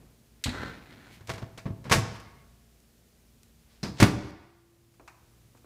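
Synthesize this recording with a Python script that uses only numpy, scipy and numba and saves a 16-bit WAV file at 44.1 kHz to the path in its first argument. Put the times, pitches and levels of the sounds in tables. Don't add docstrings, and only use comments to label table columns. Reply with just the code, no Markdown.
import sys
import numpy as np
from scipy import signal
from scipy.fft import rfft, irfft
from scipy.io import wavfile
from numba import njit

SR = 44100
rng = np.random.default_rng(int(sys.argv[2]) if len(sys.argv) > 2 else 0)


def to_wav(sig):
    pcm = np.clip(np.atleast_2d(sig), -1, 1) * 32767
    pcm = np.round(pcm).astype(np.int16)
    wavfile.write(sys.argv[1], SR, pcm.T)


N = 249165
TIME = np.arange(N) / SR


def undb(db):
    return 10 ** (np.asarray(db) / 20)


def unit(x):
    return x / np.sqrt(np.mean(x ** 2))


def at(points, hz):
    f, value = np.transpose(points)
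    return np.interp(np.log(np.maximum(hz, 1)), np.log(f), value)


def fader(curve):
    return undb(np.interp(TIME, *np.transpose(curve), left=-np.inf, right=-np.inf))


def colour(x, points):
    hz = np.arange(len(x) // 2 + 1) * SR / len(x)
    return irfft(rfft(x) * undb(at(points, hz)), len(x))


def causal(gain):
    cepstrum = irfft(np.log(gain))
    half = len(cepstrum) // 2
    folded = np.r_[cepstrum[0], 2 * cepstrum[1:half], np.zeros(half)]
    return irfft(np.exp(rfft(folded)))


def fade(t, t60):
    return np.exp(-np.log(1000) * t / t60)


def ring(hz, t60):
    t = TIME[:int(t60 * SR)]
    return np.sin(2 * np.pi * hz * t) * fade(t, t60)


def add(out, s, sound):
    start = int(s * SR)
    part = sound[:max(N - start, 0)]
    out[start:start + len(part)] += part


# (f/Hz, level/dB at the oven, level/dB at the microwave, level/dB by the wall door)
HUM_TONES = [(57.6, -65, -63, -74.5), (117, -69, -73, -64.5), (229, -72, -71, -81.5),
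             (420, -80.5, -81, -87.5)]
# (t/s, spot: 0 oven, 1 microwave, 2 wall door)
MICROPHONE_WALK = [(1.5, 0.055), (3.0, 1.25), (3.9, 1), (4.7, 2.5)]
# (f/Hz, level/dB per Hz)
AIR_SPECTRUM = [(20, -11.5), (35, -1), (60, 2.5), (90, -2), (140, -5.5), (200, -7), (320, -12), (550, -16),
                (900, -23), (2000, -23.5), (6000, -24.5), (15000, -27.5)]
# (t/s, level/dB)
HANDLING_LEVEL = [(0, -51.5), (.15, -65), (.3, -67.5), (1.2, -60), (2.4, -58.5), (2.7, -77), (4.5, -74.5),
                  (5.65, -76)]
AIR_DB = -62


def background():
    hum = 0
    spot = np.interp(TIME, *np.transpose(MICROPHONE_WALK))
    for hz, *levels in HUM_TONES:
        drift = np.interp(TIME, np.linspace(0, TIME[-1], num=24), rng.standard_normal(size=24))
        level_db = np.interp(spot, np.arange(len(levels)), levels) + 1.5 * drift
        phase = 2 * np.pi * hz * TIME + 0.28 * drift
        hum = hum + np.sqrt(2) * undb(level_db) * np.sin(phase)
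    air = undb(AIR_DB) * unit(colour(rng.standard_normal(N), AIR_SPECTRUM))
    rumble_spectrum = [(25, -10.0), (60, -2.0), (130, 2.5), (300, -10.5),
                       (1000, -22.0), (4000, -39), (12000, -58)]
    rumble = unit(colour(rng.standard_normal(N), rumble_spectrum))
    return hum + air + rumble * fader(HANDLING_LEVEL)


# (f/Hz, T60/s)
REVERBERATION_TIME = [(60, 0.71), (150, 0.59), (400, 0.6), (1000, 0.93), (2500, 0.82), (5000, 0.78),
                      (8000, 0.41), (15000, 0.2)]
# (f/Hz, level/dB)
REVERBERANT_LEVEL = [(40, -11), (130, -9), (300, -5.5), (1000, -10), (2500, -14.5), (6000, -11.5),
                     (14000, -14)]


def kitchen(x, build_s):
    t = TIME[:SR]
    hz = np.arange(SR // 2 + 1)
    noise = rfft(rng.standard_normal(SR)) * undb(at(REVERBERANT_LEVEL, hz))
    centres = np.geomspace(60, 15000, num=20)
    tail = 0
    for share, t60 in zip(np.eye(len(centres)), at(REVERBERATION_TIME, centres)):
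        band = irfft(noise * np.interp(hz, centres, share), SR)
        shape = fade(t, t60) * (1 - np.exp(-(t / build_s) ** 2))
        tail = tail + band * shape / np.linalg.norm(shape)
    return signal.fftconvolve(x, tail)[:N]


HARDNESS_PIVOT_HZ = 1275
CONTACT_OCTAVES = (-2.87, 2.65)


def force(hz, hardness, arch_db):
    octave = np.clip(np.log2(hz / HARDNESS_PIVOT_HZ), *CONTACT_OCTAVES)
    return hardness * octave - arch_db * octave ** 2


def clatter(t60, crack):
    t = TIME[:SR // 4]
    bounces = unit(rng.standard_normal(len(t)) * undb(3.5 * rng.standard_normal(len(t))))
    rattle = bounces * fade(t, t60)
    rattle[0] = crack
    white = irfft(np.exp(1j * np.angle(rfft(rattle))), len(t))
    even = white * fade(t, 4 * t60)
    return even * np.linalg.norm(rattle) / np.linalg.norm(even)


def blows(table, modes, panel, modes_db, crack, arch_db):
    out = np.zeros(N)
    hz = np.maximum(np.fft.rfftfreq(8192, 1 / SR), 20)
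    per_octave = np.sqrt(SR / np.sqrt(2) / hz)
    for s, level, hardness, t60 in table:
        body = causal(per_octave * undb(level + force(hz, hardness, arch_db) + at(panel, hz)))
        add(out, s, signal.fftconvolve(clatter(t60, crack), body))
        for f, db, mode_t60 in modes:
            gain = undb(modes_db + db + level + force(f, hardness, arch_db))
            add(out, s, gain * ring(f, mode_t60))
    return out


def small_part(x, low_hz):
    return signal.sosfilt(signal.butter(4, low_hz, "high", fs=SR, output="sos"), x)


# (t/s, level/dB, hardness/dB per octave, nominal rattle T60/s, lowest f/Hz of the part struck)
KNOCKS = [(4.94, -69.5, 5, 0.13, 400), (4.9973, -52.5, -4.5, 0.11, 190), (5.0776, -44.5, 1, 0.12, 760),
          (5.549, -61, -5, .09, 190), (5.574, -66.5, 5, 0.077, 600), (5.645, -58, -5, 0.056, 190)]
# (f/Hz, level/dB)
KNOCK_SPECTRUM = [(30, -16), (130, -2), (300, 1), (600, -3.5), (1200, -1), (2000, -7), (2550, 1),
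                  (3000, -14), (7000, -1), (15000, -14)]


def light_knocks():
    total = 0
    for *contact, low_hz in KNOCKS:
        knock = blows([contact], [], KNOCK_SPECTRUM, modes_db=0, crack=8.1, arch_db=2.0)
        total = total + small_part(knock, low_hz)
    return total


def friction(rate, spread_db):
    jolts = (rng.random(N) < rate / SR) * rng.standard_normal(N)
    return jolts * undb(spread_db * rng.standard_normal(N))


def stroke(table):
    effort = 0
    for s, db, rise, hold, release in table:
        growth = fade(np.maximum(s - TIME, 0), rise)
        decay = fade(np.maximum(TIME - s - hold, 0), release)
        effort = effort + undb(db) * growth * decay
    return effort


def rub(spectrum, strokes):
    return unit(colour(friction(rate=5000, spread_db=1.5), spectrum)) * stroke(strokes)


# (t/s at full strength, level/dB, 60 dB rise/s, hold/s, release T60/s)
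BRUSH_STROKES = [(1.13, -57.5, 0.27, .025, 0.19)]
# (f/Hz, level/dB per Hz)
BRUSH_SPECTRUM = [(300, -25), (1200, -12), (2200, 0.5), (4000, -6), (7000, -12), (15000, -18.5)]


def hand_brush():
    return rub(BRUSH_SPECTRUM, BRUSH_STROKES)


SWING_STROKES = [(3.719, -66.5, .4, .01, 0.78), (3.998, -40.5, 0.13, .002, 0.023)]
# (f/Hz, level/dB per Hz)
SWING_SPECTRUM = [(30, 11), (70, 0), (220, -6), (450, 1), (1000, -3.5), (2000, -2.5), (3000, -1.5),
                  (5000, -3), (9000, -15), (15000, -43.5)]


def door_swing():
    return rub(SWING_SPECTRUM, SWING_STROKES)


SHIVER_STROKES = [(3.831, -39.5, .005, .005, 0.25)]
# (f/Hz, level/dB per Hz)
SHIVER_SPECTRUM = [(300, -34), (2800, -19), (4000, -2), (5100, 3), (5900, -5.5), (6800, -11),
                   (15000, -31.5)]


def latch_shiver():
    return rub(SHIVER_SPECTRUM, SHIVER_STROKES)


SQUEAK_STROKES = [(2.27, -66, .3, .02, 0.25), (2.375, -68, 0.093, 0.045, 0.11)]
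SQUEAK_HZ, SQUEAK_T60_S = 2150, 0.032


def hinge_squeak():
    slips = friction(rate=2700, spread_db=0.5)
    squeak = unit(signal.fftconvolve(slips, ring(SQUEAK_HZ, SQUEAK_T60_S))[:N])
    return stroke(SQUEAK_STROKES) * squeak


OVEN_HINGE_STROKES = [(.55, -43.5, 0.28, 0.091, .6), (.91, -58, 0.3, 0.0065, 0.49),
                      (1.06, -59, 0.52, 0.0088, .9)]
# (f/Hz, level/dB per Hz)
SCRAPE_SPECTRUM = [(30, -4.5), (60, 2), (180, 10), (400, 2), (800, -5), (1200, -7), (1450, -4.5), (2100, 2),
                   (2700, -6), (4200, -9), (5200, -14), (9000, -26), (15000, -31)]
# (f/Hz, relative level/dB, T60/s)
HINGE_SPRING_MODES = [(1080, -5.5, 0.025), (1362, -1.5, 0.21), (1448, 1.5, 0.17), (1562, 5.5, 0.038),
                      (1714, 0, 0.031), (1847, 3, 0.03), (2040, 2, 0.073), (4330, -6, 0.015)]


def oven_hinge():
    slips = friction(rate=2700, spread_db=0.5)
    effort = stroke(OVEN_HINGE_STROKES)
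    springs = 0
    for f, db, t60 in HINGE_SPRING_MODES:
        springs = springs + undb(db) * unit(signal.fftconvolve(slips, ring(f, t60))[:N])
    scrape = undb(3.5) * unit(colour(slips, SCRAPE_SPECTRUM))
    singing = undb(1.5) * unit(springs) * np.sqrt(effort / effort.max())
    return effort * (scrape + singing)


# (t/s, f/Hz, level/dB, T60/s)
STEEL_RINGS = [(1.9243, 690.3, -65.5, 3.7), (4.031, 340.5, -46, 2.91)]


def after_rings():
    out = np.zeros(N)
    for s, hz, db, t60 in STEEL_RINGS:
        add(out, s, undb(db) * ring(hz, t60))
    return out


# (t/s, level/dB, hardness/dB per octave, nominal rattle T60/s)
CATCH_CONTACTS = [(.4396, -30, -1.5, 0.071)]
OVEN_CONTACTS = [(.459, -39.5, -1, 0.34), (.4665, -40, -3.5, 0.17), (.4932, -40, -1, 0.047),
                 (.548, -56.5, -5, 0.18), (.648, -57, -1, 0.39)]
# (f/Hz, relative level/dB, T60/s)
OVEN_STRONG_MODES = [(54.3, -17, 0.15), (90, 0, .09), (125, 12.5, 0.1), (214, 4, 0.062), (250, -1, 0.09),
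                     (1950, -4, 0.12), (3900, 8, .03)]
# (f/Hz, level/dB)
OVEN_PANEL = [(30, -5), (70, 11), (140, -3), (240, 7.5), (380, -11), (600, -3.5), (1200, -5.5), (2000, 0.5),
              (2900, 0.5), (4000, 7), (5500, -2), (8000, 1), (10000, -7.5), (15000, -14)]
CATCH_LOW_HZ = 1780


def oven_door():
    catch = blows(CATCH_CONTACTS, OVEN_STRONG_MODES, OVEN_PANEL, modes_db=-11.0, crack=2.4, arch_db=-0.9)
    thuds = blows(OVEN_CONTACTS, OVEN_STRONG_MODES, OVEN_PANEL, modes_db=-3.0, crack=7.9, arch_db=0.84)
    return small_part(catch, CATCH_LOW_HZ) + thuds


REBOUND_S, REBOUND_BRIGHTENS_DB_PER_OCTAVE = .0215, 0.67


def clunks(table, hook_lag_s, second_hook_db, count):
    contacts = []
    for s, db, hardness, t60, rebound_db in table:
        contacts.append((s, db, hardness, t60))
        contacts.append((s + hook_lag_s, db + second_hook_db, hardness, t60))
        for k in range(1, count + 1):
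            slope = hardness + k * REBOUND_BRIGHTENS_DB_PER_OCTAVE
            contacts.append((s + k * REBOUND_S, db + k * rebound_db, slope, t60))
    return contacts


OPENING_CONTACTS = [(1.2085, -58, -3.5, 0.07), (1.2726, -57.5, 4, 0.064), (1.284, -53.5, -1.5, 0.16),
                    (1.337, -48, -1.5, 0.14), (1.3794, -49.5, -2, 0.16), (1.5764, -48, -0.35, 0.13),
                    (1.705, -58.5, -9.5, 0.09), (1.8425, -58, -0.65, 0.23), (1.8533, -52.5, -4.5, 0.52),
                    (1.8975, -39.5, 0, .16), (1.9125, -28, -1.5, 0.078), (1.956, -46, -9.5, 0.11),
                    (1.975, -49.5, -8.5, 0.1), (2.125, -66, -9.5, 0.057), (2.2, -61.5, 3, 0.071)]
# contact columns, then change per rebound/dB
OPENING_HOOKS = [(1.2935, -39, -1.63, 0.08, -5.5), (1.42, -50.5, -4.5, .07, -8.5),
                 (1.6562, -50, -6.5, .14, -9), (1.918, -25, 0.33, 0.15, -8.5)]
CLOSING_CONTACTS = [(2.8026, -73.5, 7, .0085), (3.4322, -67, 7.5, 0.014), (3.884, -53, -8, 0.25),
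                    (4.0012, -24, -0.7, 0.2), (4.0235, -23.5, -6.5, 0.16), (4.06, -27.5, -2, 0.35)]
# contact columns, then change per rebound/dB
CLOSING_HOOKS = [(3.831, -40.5, -3.5, 0.2, -6), (4.0272, -12, -2.5, .1, -17)]
# (f/Hz, relative level/dB, T60/s)
FREE_MODES = [(65.6, -14.5, 0.11), (102, -3, .14), (107.1, 3.5, 0.34), (142, -5, 0.082), (191, -5, 0.1),
              (206, -10, 0.075), (333, -10, .18), (540, -17.5, 0.39), (658, -11.5, 0.33), (1030, -4, 0.15),
              (1101, -2, 0.083), (1408, -18, 0.35), (1685, -8, 0.25), (1850, -24.5, 0.28),
              (2280, -5, 0.073), (2220, -11.5, .18), (2620, -12.5, .18)]
# (f/Hz, relative level/dB, T60/s)
SHUT_MODES = [(65.7, -16.5, .15), (121.2, 1.5, 0.11), (127.5, -1.5, 0.03), (167, -4.5, 0.051),
              (201, 1.5, 0.087), (301, -6, 0.28), (320, -7, 0.12), (389.1, -5.5, 0.21), (582, -10.5, 0.19),
              (701, -28.5, 0.31), (992, -17.5, 0.3), (1177, -9, 0.32), (1469, -9, 0.16), (2210, -20, 0.23),
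              (2500, -11, 0.078)]
# (f/Hz, level/dB)
OPENING_PANEL = [(30, -21), (65, -5), (130, 4), (260, -3.5), (500, -1), (800, -1), (1100, -0.5),
                 (2200, 2.5), (3000, 1), (5500, 2), (9000, -2), (15000, -11)]
# (f/Hz, level/dB)
CLOSING_PANEL = [(30, -53.5), (65, -4), (130, 0.5), (280, -2), (500, -6.5), (1100, -3.5), (2200, 0.5),
                 (3000, -1.5), (5200, 2), (9000, 0), (15000, -8.5)]


def microwave_door():
    opening = OPENING_CONTACTS + clunks(OPENING_HOOKS, hook_lag_s=.0063, second_hook_db=1.5, count=3)
    closing = CLOSING_CONTACTS + clunks(CLOSING_HOOKS, hook_lag_s=.0055, second_hook_db=0.0, count=2)
    opened = blows(opening, FREE_MODES, OPENING_PANEL, modes_db=-3.0, crack=4.1, arch_db=0.43)
    slammed = blows(closing, SHUT_MODES, CLOSING_PANEL, modes_db=-1, crack=2.4, arch_db=0.74)
    return opened + slammed


def scene():
    sliding = oven_hinge() + hinge_squeak() + hand_brush() + door_swing() + latch_shiver()
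    doors = oven_door() + microwave_door() + sliding
    knocks = light_knocks()
    room = kitchen(doors + undb(4) * knocks, build_s=.008)
    return (doors + knocks + after_rings() + room + background())[None]


@njit
def follow(x, attack, release):
    out, e = np.empty(len(x)), 0.
    for i in range(len(x)):
        e += (abs(x[i]) - e) * (attack if abs(x[i]) > e else release)
        out[i] = e
    return out


TOP_HZ = 15500


def record(dry):
    sound = signal.sosfilt(signal.butter(2, 41, "high", fs=SR, output="sos"), dry)
    attack_s, release_s = 0.0012, 1.3
    peak = follow(sound[0], 1 / (attack_s * SR), 1 / (release_s * SR))
    held = sound / np.maximum(peak / .5, 1)
    ceiling = .8
    rounded = ceiling * np.tanh(held / ceiling)
    return signal.sosfilt(signal.ellip(10, .2, 80, TOP_HZ, fs=SR, output="sos"), rounded)


dry = scene()
out = record(dry)
to_wav(out)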